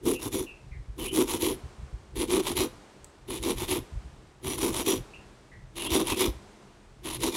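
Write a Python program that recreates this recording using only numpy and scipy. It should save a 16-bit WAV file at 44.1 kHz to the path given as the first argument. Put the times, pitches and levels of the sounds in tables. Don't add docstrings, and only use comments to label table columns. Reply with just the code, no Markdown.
import sys
import numpy as np
from scipy import signal
from scipy.io import wavfile
from scipy.ndimage import uniform_filter1d

SR = 44100
rng = np.random.default_rng(int(sys.argv[2]) if len(sys.argv) > 2 else 0)


def digitize_waveform(pressure):
    field = np.atleast_2d(pressure).T
    bounded = np.clip(field, -1, 1)
    quanta = np.round(bounded * 32767).astype(np.int16)
    wavfile.write(sys.argv[1], SR, quanta)


N = 324840

# (start [s], end [s], kind, bite time [s], rasp level [dB], wheel level [dB], shank level [dB])
HOOK_STROKES = [(0.029, .176, "pull", .053, -40.5, -27, -54), (0.188, 0.294, "push", .255, -43.5, -38, -54),
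                (0.307, 0.468, "sweep", .339, -42.5, -32.5, -49),
                (0.979, 1.095, "land", .98, -44, -38, -64), (1.11, 1.261, "pull", 1.167, -37, -24.5, -52),
                (1.251, 1.387, "push", 1.335, -38, -35, -55),
                (1.386, 1.575, "sweep", 1.427, -37.7, -30, -49),
                (2.156, 2.256, "land", 2.194, -39, -31, -54),
                (2.272, 2.428, "pull", 2.329, -36.3, -25.5, -48),
                (2.418, 2.543, "push", 2.496, -37, -36.5, -58),
                (2.551, 2.689, "sweep", 2.592, -34.5, -29.5, -43),
                (3.28, 3.401, "land", 3.283, -43, -38, -57), (3.403, 3.559, "pull", 3.454, -39, -31, -48.5),
                (3.552, 3.667, "push", 3.616, -41, -38.5, -53),
                (3.669, 3.818, "sweep", 3.707, -36.7, -31.5, -62),
                (4.433, 4.567, "land", 4.445, -40.5, -36.5, -48.5),
                (4.556, 4.736, "pull", 4.625, -38, -31, -47),
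                (4.712, 4.842, "push", 4.788, -37.5, -37.3, -53),
                (4.846, 5.007, "sweep", 4.868, -35.5, -28.5, -41.5),
                (5.756, 5.882, "land", 5.814, -40, -40.5, -62), (5.881, 6.042, "pull", 5.95, -34, -27, -44),
                (6.035, 6.154, "push", 6.115, -35, -35, -64),
                (6.157, 6.317, "sweep", 6.202, -33.5, -28.5, -41),
                (7.037, 7.176, "land", 7.047, -41, -41, -60),
                (7.185, 7.324, "pull", 7.228, -37, -31.5, -45),
                (7.307, 7.44, "push", 7.365, -40.5, -35, -43)]
HAND_MOTION = {"land": (1.01, 0.36, .001, 0.46, 1.4), "pull": (0.95, 1.36, 0.022, 0.37, .85),
               "push": (1.08, 0.72, 0.027, 0.034, 0.47), "sweep": (0.6, 1.71, 0.014, .44, 1)}
STROKE_TONE = {"land": (-5, -0.5, -26, -0.4, 10558), "pull": (-3, -2, -17, 2, 10391),
               "push": (-3.5, -3, -21, 2.1, 10100), "sweep": (-5.5, -1.7, -17, 1, 10050)}
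# (time [s], level [dB])
RUN_TREBLE = [(.25, 2.5), (1.27, 1.4), (2.42, -1.5), (3.55, -0.7), (4.72, 1), (6.04, -1.6), (7.2, -1)]
# (frequency [Hz], width [Hz], level [dB])
SHANK_MODES = [(2515, 90, -6), (3390, 150, -6), (3650, 300, -10), (5340, 90, -6), (5810, 44, -1.5),
               (6062, 45, -4), (6765, 55, -5), (12008, 35, -9)]
TIP_MODES = [(12232, 36, 0), (12320, 60, -3)]
# (frequency [Hz], width [Hz], level [dB])
WHEEL_MODES = [(201.2, 27, -9.5), (252.3, 24.4, -5), (323.6, 32, 2), (378.3, 33, 1.5), (430, 57, -8.5),
               (503.6, 22, -8.5)]
# (frequency [Hz], level [dB])
RASP_SPECTRUM = [(1200, -28.5), (1700, -7), (1950, -3), (2500, -1), (3400, 1.5), (4050, -2.5), (4700, -8),
                 (5400, -7), (6900, -7), (7450, -8.5), (7950, -9), (8500, -7.5), (9100, -7.5), (10500, -21)]
SIZZLE_SPECTRUM = [(8200, -28.5), (9350, -9.5), (9750, -0.5), (10300, -1.5), (11000, -3), (11600, -7.5),
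                   (12400, -9.5), (13000, -12.5), (14200, -22), (16000, -21)]
OVERTONE_SPECTRUM = [(400, -24.5), (560, -1), (760, -3.5), (930, 3.5), (1130, 0.5), (1350, -7.5),
                     (1650, -11), (2100, -26)]
# (time [s], level [dB], pitch [Hz])
HAND_BUMPS = [(0.708, -32, 57.5), (.754, -31.5, 70), (.785, -29, 51), (.884, -27, 50), (1.637, -29, 71.5),
              (1.783, -33, 62.4), (1.82, -30.5, 63.5), (1.928, -26, 51.7), (2.174, -27, 51),
              (2.502, -31, 70.4), (3.398, -30, 64), (3.548, -29, 42), (3.922, -30, 73.5),
              (3.955, -23, 52.6), (4.045, -32.5, 64.4), (5.914, -24.5, 70.5), (6.279, -20, 56),
              (6.349, -34.5, 62)]
# (frequency [Hz], level [dB])
BENCH_SPECTRUM = [(22, -20), (32, 4.5), (55, -2.5), (80, -2.5), (105, -8.5), (130, -0.5), (165, -13),
                  (260, -33), (500, -62)]
# (time [s], frequency [Hz], width [Hz], level [dB])
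TICK_PINGS = [(3.045, 7940, 780, -28.5), (3.0478, 7540, 1200, -34)]
# (time [s], length [s], first pitch [Hz], last pitch [Hz], level [dB])
BIRD_CHIRPS = [(0.146, 0.032, 2730, 2720, -42.5), (0.459, 0.0525, 2830, 2545, -46.5),
               (0.71, 0.058, 2314, 1816, -55), (1.0, 0.043, 3090, 2810, -42.5),
               (1.048, 0.038, 2394, 2566, -43.5), (1.077, .027, 2925, 3050, -37),
               (5.133, 0.02, 2500, 3030, -46), (5.511, 0.051, 1993, 1880, -53),
               (5.785, 0.086, 2950, 2645, -40), (5.849, 0.054, 3300, 3020, -40.5),
               (6.097, .043, 2770, 2490, -40.5)]
# (frequency [Hz], level [dB])
AIR_SPECTRUM = [(71, -32.5), (120, -20), (141, -21), (163, -33), (192, -8), (261, -18), (289, -13.5),
                (400, -12.5), (491, -17.5), (963, -20), (1890, -26.5), (6570, -35), (8560, -36),
                (15800, -61.5)]
# (frequency [Hz], time to fall 60 dB [s])
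ROOM_DECAY = [(150, .25), (500, .3), (3000, .3), (8000, .28), (15000, .24)]


def stroke(row, skim_s=.027, bite_s=.0032, release_s=.036, treble_hz=4700):
    start, end, kind, bite, rasp_db, wheel_db, shank_db = row
    skew, pointed, slide_s, bite_share, slide_drive = HAND_MOTION[kind]
    overtone_db, sizzle_db, tip_db, lift_db, contact_hz = STROKE_TONE[kind]
    bright_db = np.interp(start, *np.transpose(RUN_TREBLE))
    t = start - skim_s + np.arange(SR // 3) / SR
    progress = np.clip((t - start) / (end - start), 0, 1)
    grip = np.clip((t - start - slide_s) / bite_s + .5, 0, 1)
    speed = hand_speed(progress, skew, pointed, skim_s)
    speed *= amp(-3 * (1 - grip))
    hold_s = bite_share * (end - start)
    pressure = np.clip((t - bite) / bite_s, 0, 1) * np.clip(1 - (t - bite - hold_s) / release_s, 0, 1)
    grains = grit(len(t))
    scrape = grains * speed
    rasp_spectrum = [(hz, db + (lift_db + bright_db) * (hz > treble_hz)) for hz, db in RASP_SPECTRUM]
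    shank_modes = [(hz + width * rng.uniform(-1.05, 1), width, db + 3 * rng.standard_normal())
                   for hz, width, db in SHANK_MODES]
    drone = wheel_drone(grains, pressure + slide_drive * np.sqrt(speed))
    overtones = colour(grains * (speed + .5 * pressure), OVERTONE_SPECTRUM)
    tip_whine = ring(grains * progress ** 2, TIP_MODES) * speed
    layers = [(colour(scrape, rasp_spectrum), rasp_db - .5),
              (sizzle(scrape, speed, contact_hz), rasp_db + sizzle_db + bright_db),
              (ring(scrape, shank_modes), shank_db + 1),
              (tip_whine, rasp_db + tip_db - 6),
              (drone, wheel_db),
              (overtones, rasp_db + overtone_db)]
    length_gain = np.sqrt((end - start) * SR / len(t))
    return t[0], length_gain * sum(amp(db) * unit_rms(sound) for sound, db in layers)


def hand_speed(progress, skew, pointed, skim_s, touch_s=.016, skim_db=-12):
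    arch = np.maximum(np.sin(np.pi * progress ** skew), 0) ** pointed
    cushioned = abs(uniform_filter1d(arch, int(touch_s * SR) + 1))
    return cushioned + amp(skim_db) * abs(uniform_filter1d(cushioned, int(2 * skim_s * SR)))


def grit(count, median_gap_s=1 / 450, crumble_s=.00069, fine_db=-4, clump_db=2):
    gaps, dust = rng.standard_normal((2, count))
    at = (np.cumsum(np.exp(.6 * gaps)) * median_gap_s * SR).astype(int)
    catches = np.zeros(count)
    catches[at[at < count]] = 1
    bursts = unit_rms(die_away(catches, crumble_s))
    return dust * np.hypot(bursts, amp(fine_db)) * amp(clump_db * wander(count, 149.5))


def sizzle(scrape, speed, full_speed_hz, rest_hz=9900, width_hz=1300, rock_hz=350):
    glide_hz = rest_hz + (full_speed_hz - rest_hz) * speed + rock_hz * wander(len(scrape), 64)
    contact = resonate(resonate(scrape, glide_hz, width_hz), glide_hz, width_hz)
    return unit_rms(colour(scrape, SIZZLE_SPECTRUM)) + amp(-5) * unit_rms(contact)


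def wheel_drone(grains, drive, steadiness=.4, die_s=.0016):
    slow_force = colour(grains, [(170, 0), (560, .025)])
    swing = ring(slow_force, WHEEL_MODES)
    size = np.sqrt(abs(uniform_filter1d(unit_rms(swing) ** 2, SR // 100)) + .094)
    return swing / size ** steadiness * die_away(drive, die_s)


def bench_thud(row, rise_s=.01, knock_s=.0088):
    start, db, hz = row
    t = np.arange(SR // 5) / SR
    knock_hz = 128 * rng.uniform(.65, 1.06)
    sway = t / rise_s * np.exp(1 - t / rise_s) * np.sin(2 * np.pi * hz * t)
    knock = t / knock_s * np.exp(1 - t / knock_s) * np.sin(2 * np.pi * knock_hz * t)
    return start, amp(db - 2) * (sway + amp(-8) * knock)


def bite_nudges():
    return [(bite, rng.uniform(-38, -32), rng.uniform(55, 108))
            for _, _, kind, bite, *_ in HOOK_STROKES if kind != "land"]


def bench_rumble(resting_db=-54, working_db=-48, lumpy_db=4.5):
    t = np.arange(N) / SR
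    working = np.any([(t > start) & (t < end) for start, end, *_ in HOOK_STROKES], axis=0)
    effort = uniform_filter1d(working.astype(float), SR // 20)
    rumble = unit_rms(colour(rng.standard_normal(N), BENCH_SPECTRUM, size=16384))
    return rumble * (amp(resting_db) + amp(working_db) * effort) * amp(lumpy_db * wander(N, 15))


def tick(row):
    start, hz, width, db = row
    t = np.arange(SR // 50) / SR
    return start, amp(db) * np.sin(2 * np.pi * hz * t) * np.exp(-np.pi * width * t)


def bird_chirp(row, warble_hz=190, depth_hz=135):
    start, length, first_hz, last_hz, db = row
    count = int(length * SR)
    warble = np.sin(2 * np.pi * np.cumsum(warble_hz * (1 + .27 * wander(count, 200))) / SR)
    hz = np.linspace(first_hz, last_hz, count) + depth_hz * (warble + .45 * wander(count, 488))
    envelope = signal.windows.tukey(count, .5) * np.exp(-.67 * np.linspace(0, 1, count))
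    flutter = amp(1.3 * wander(count, 283))
    whistle = np.sin(2 * np.pi * np.cumsum(hz) / SR)
    return start, amp(db) * unit_rms(whistle * envelope * flutter)


def workshop_air(quiet_db=-59, swell_db_per_s=17, sink_db_per_s=12.5, max_swell_db=8, usual_rasp_db=-37):
    hop = 441
    t = np.arange(0, N, hop) / SR
    efforts = np.max([((t > start) & (t < end)) * amp(rasp_db - usual_rasp_db)
                      for start, end, _, _, rasp_db, *_ in HOOK_STROKES], axis=0)
    swell_db = [0]
    for effort in efforts:
        db_per_s = swell_db_per_s * effort if effort else -sink_db_per_s
        swell_db.append(np.clip(swell_db[-1] + db_per_s * hop / SR, 0, max_swell_db))
    db = quiet_db + np.interp(np.arange(N) / SR, t, swell_db[1:])
    return unit_rms(colour(rng.standard_normal(N), AIR_SPECTRUM)) * amp(db)


def workshop_echo(x):
    count = SR // 2
    reflections = rng.standard_normal(count) * (rng.random(count) < .08)
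    reflections *= np.arange(count) > SR // 250
    hz, t, spectrum = signal.stft(reflections, SR, nperseg=256)
    decay = amp(-60 * t / value_at(ROOM_DECAY, hz)[:, None])
    tail = signal.istft(spectrum * decay, SR, nperseg=256)[1]
    return signal.fftconvolve(x, tail / np.linalg.norm(tail))[:N]


def amp(db):
    return 10 ** (np.asarray(db) / 20)


def unit_rms(x):
    return x / np.sqrt(np.mean(x ** 2) + 1e-20)


def value_at(points, hz):
    frequencies, values = np.transpose(points)
    return np.interp(np.log(hz + 1), np.log(frequencies + 1), values)


def wander(count, per_s):
    position = np.arange(count) * per_s / SR
    return np.interp(position, np.arange(count), rng.standard_normal(count))


def die_away(x, decay_s):
    return signal.lfilter([1], [1, -np.exp(-1 / (decay_s * SR))], x)


def colour(x, points, size=4096):
    hz = np.fft.rfftfreq(size, 1 / SR) + 1
    octaves_out = abs(np.log2(hz / np.clip(hz, points[0][0], points[-1][0])))
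    log_gain = np.log(amp(np.maximum(value_at(points, hz) - 36 * octaves_out, -90)))
    mirrored = np.concatenate([log_gain, log_gain[-2:0:-1]])
    taps = np.fft.ifft(np.exp(np.conj(signal.hilbert(mirrored)))).real
    return signal.fftconvolve(x, taps[:size // 2])[:len(x)]


def ring(x, modes):
    return sum((-1) ** k * amp(db) * signal.lfilter(*signal.iirpeak(hz, hz / width, SR), x)
               for k, (hz, width, db) in enumerate(modes))


def resonate(x, hz, width_hz):
    turn = np.exp(2j * np.pi * np.cumsum(hz) / SR)
    pole = np.exp(-np.pi * width_hz / SR)
    return 2 * (turn * signal.lfilter([1 - pole], [1, -pole], x / turn)).real


def play(source, rows):
    track = np.zeros(N)
    for start, sound in map(source, rows):
        part = track[max(round(start * SR), 0):][:len(sound)]
        part += sound[:len(part)]
    return track


def scene():
    hook = play(stroke, HOOK_STROKES)
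    birds = play(bird_chirp, BIRD_CHIRPS)
    ticks = play(tick, TICK_PINGS)
    echoes = workshop_echo(amp(-17) * hook + amp(-3) * birds + amp(-11) * ticks)
    thuds = play(bench_thud, HAND_BUMPS + bite_nudges())
    return (hook + thuds + bench_rumble() + ticks + amp(-4) * birds + workshop_air() + echoes)[None]


def record(dry, low_cut_hz=30, band_limit_hz=15850):
    low_cut = signal.butter(2, low_cut_hz, "highpass", fs=SR, output="sos")
    band_limit = signal.firwin(601, band_limit_hz, window=("kaiser", 9), fs=SR)
    return signal.oaconvolve(signal.sosfilt(low_cut, dry), band_limit[None], "same")


dry = scene()
out = record(dry)
digitize_waveform(out)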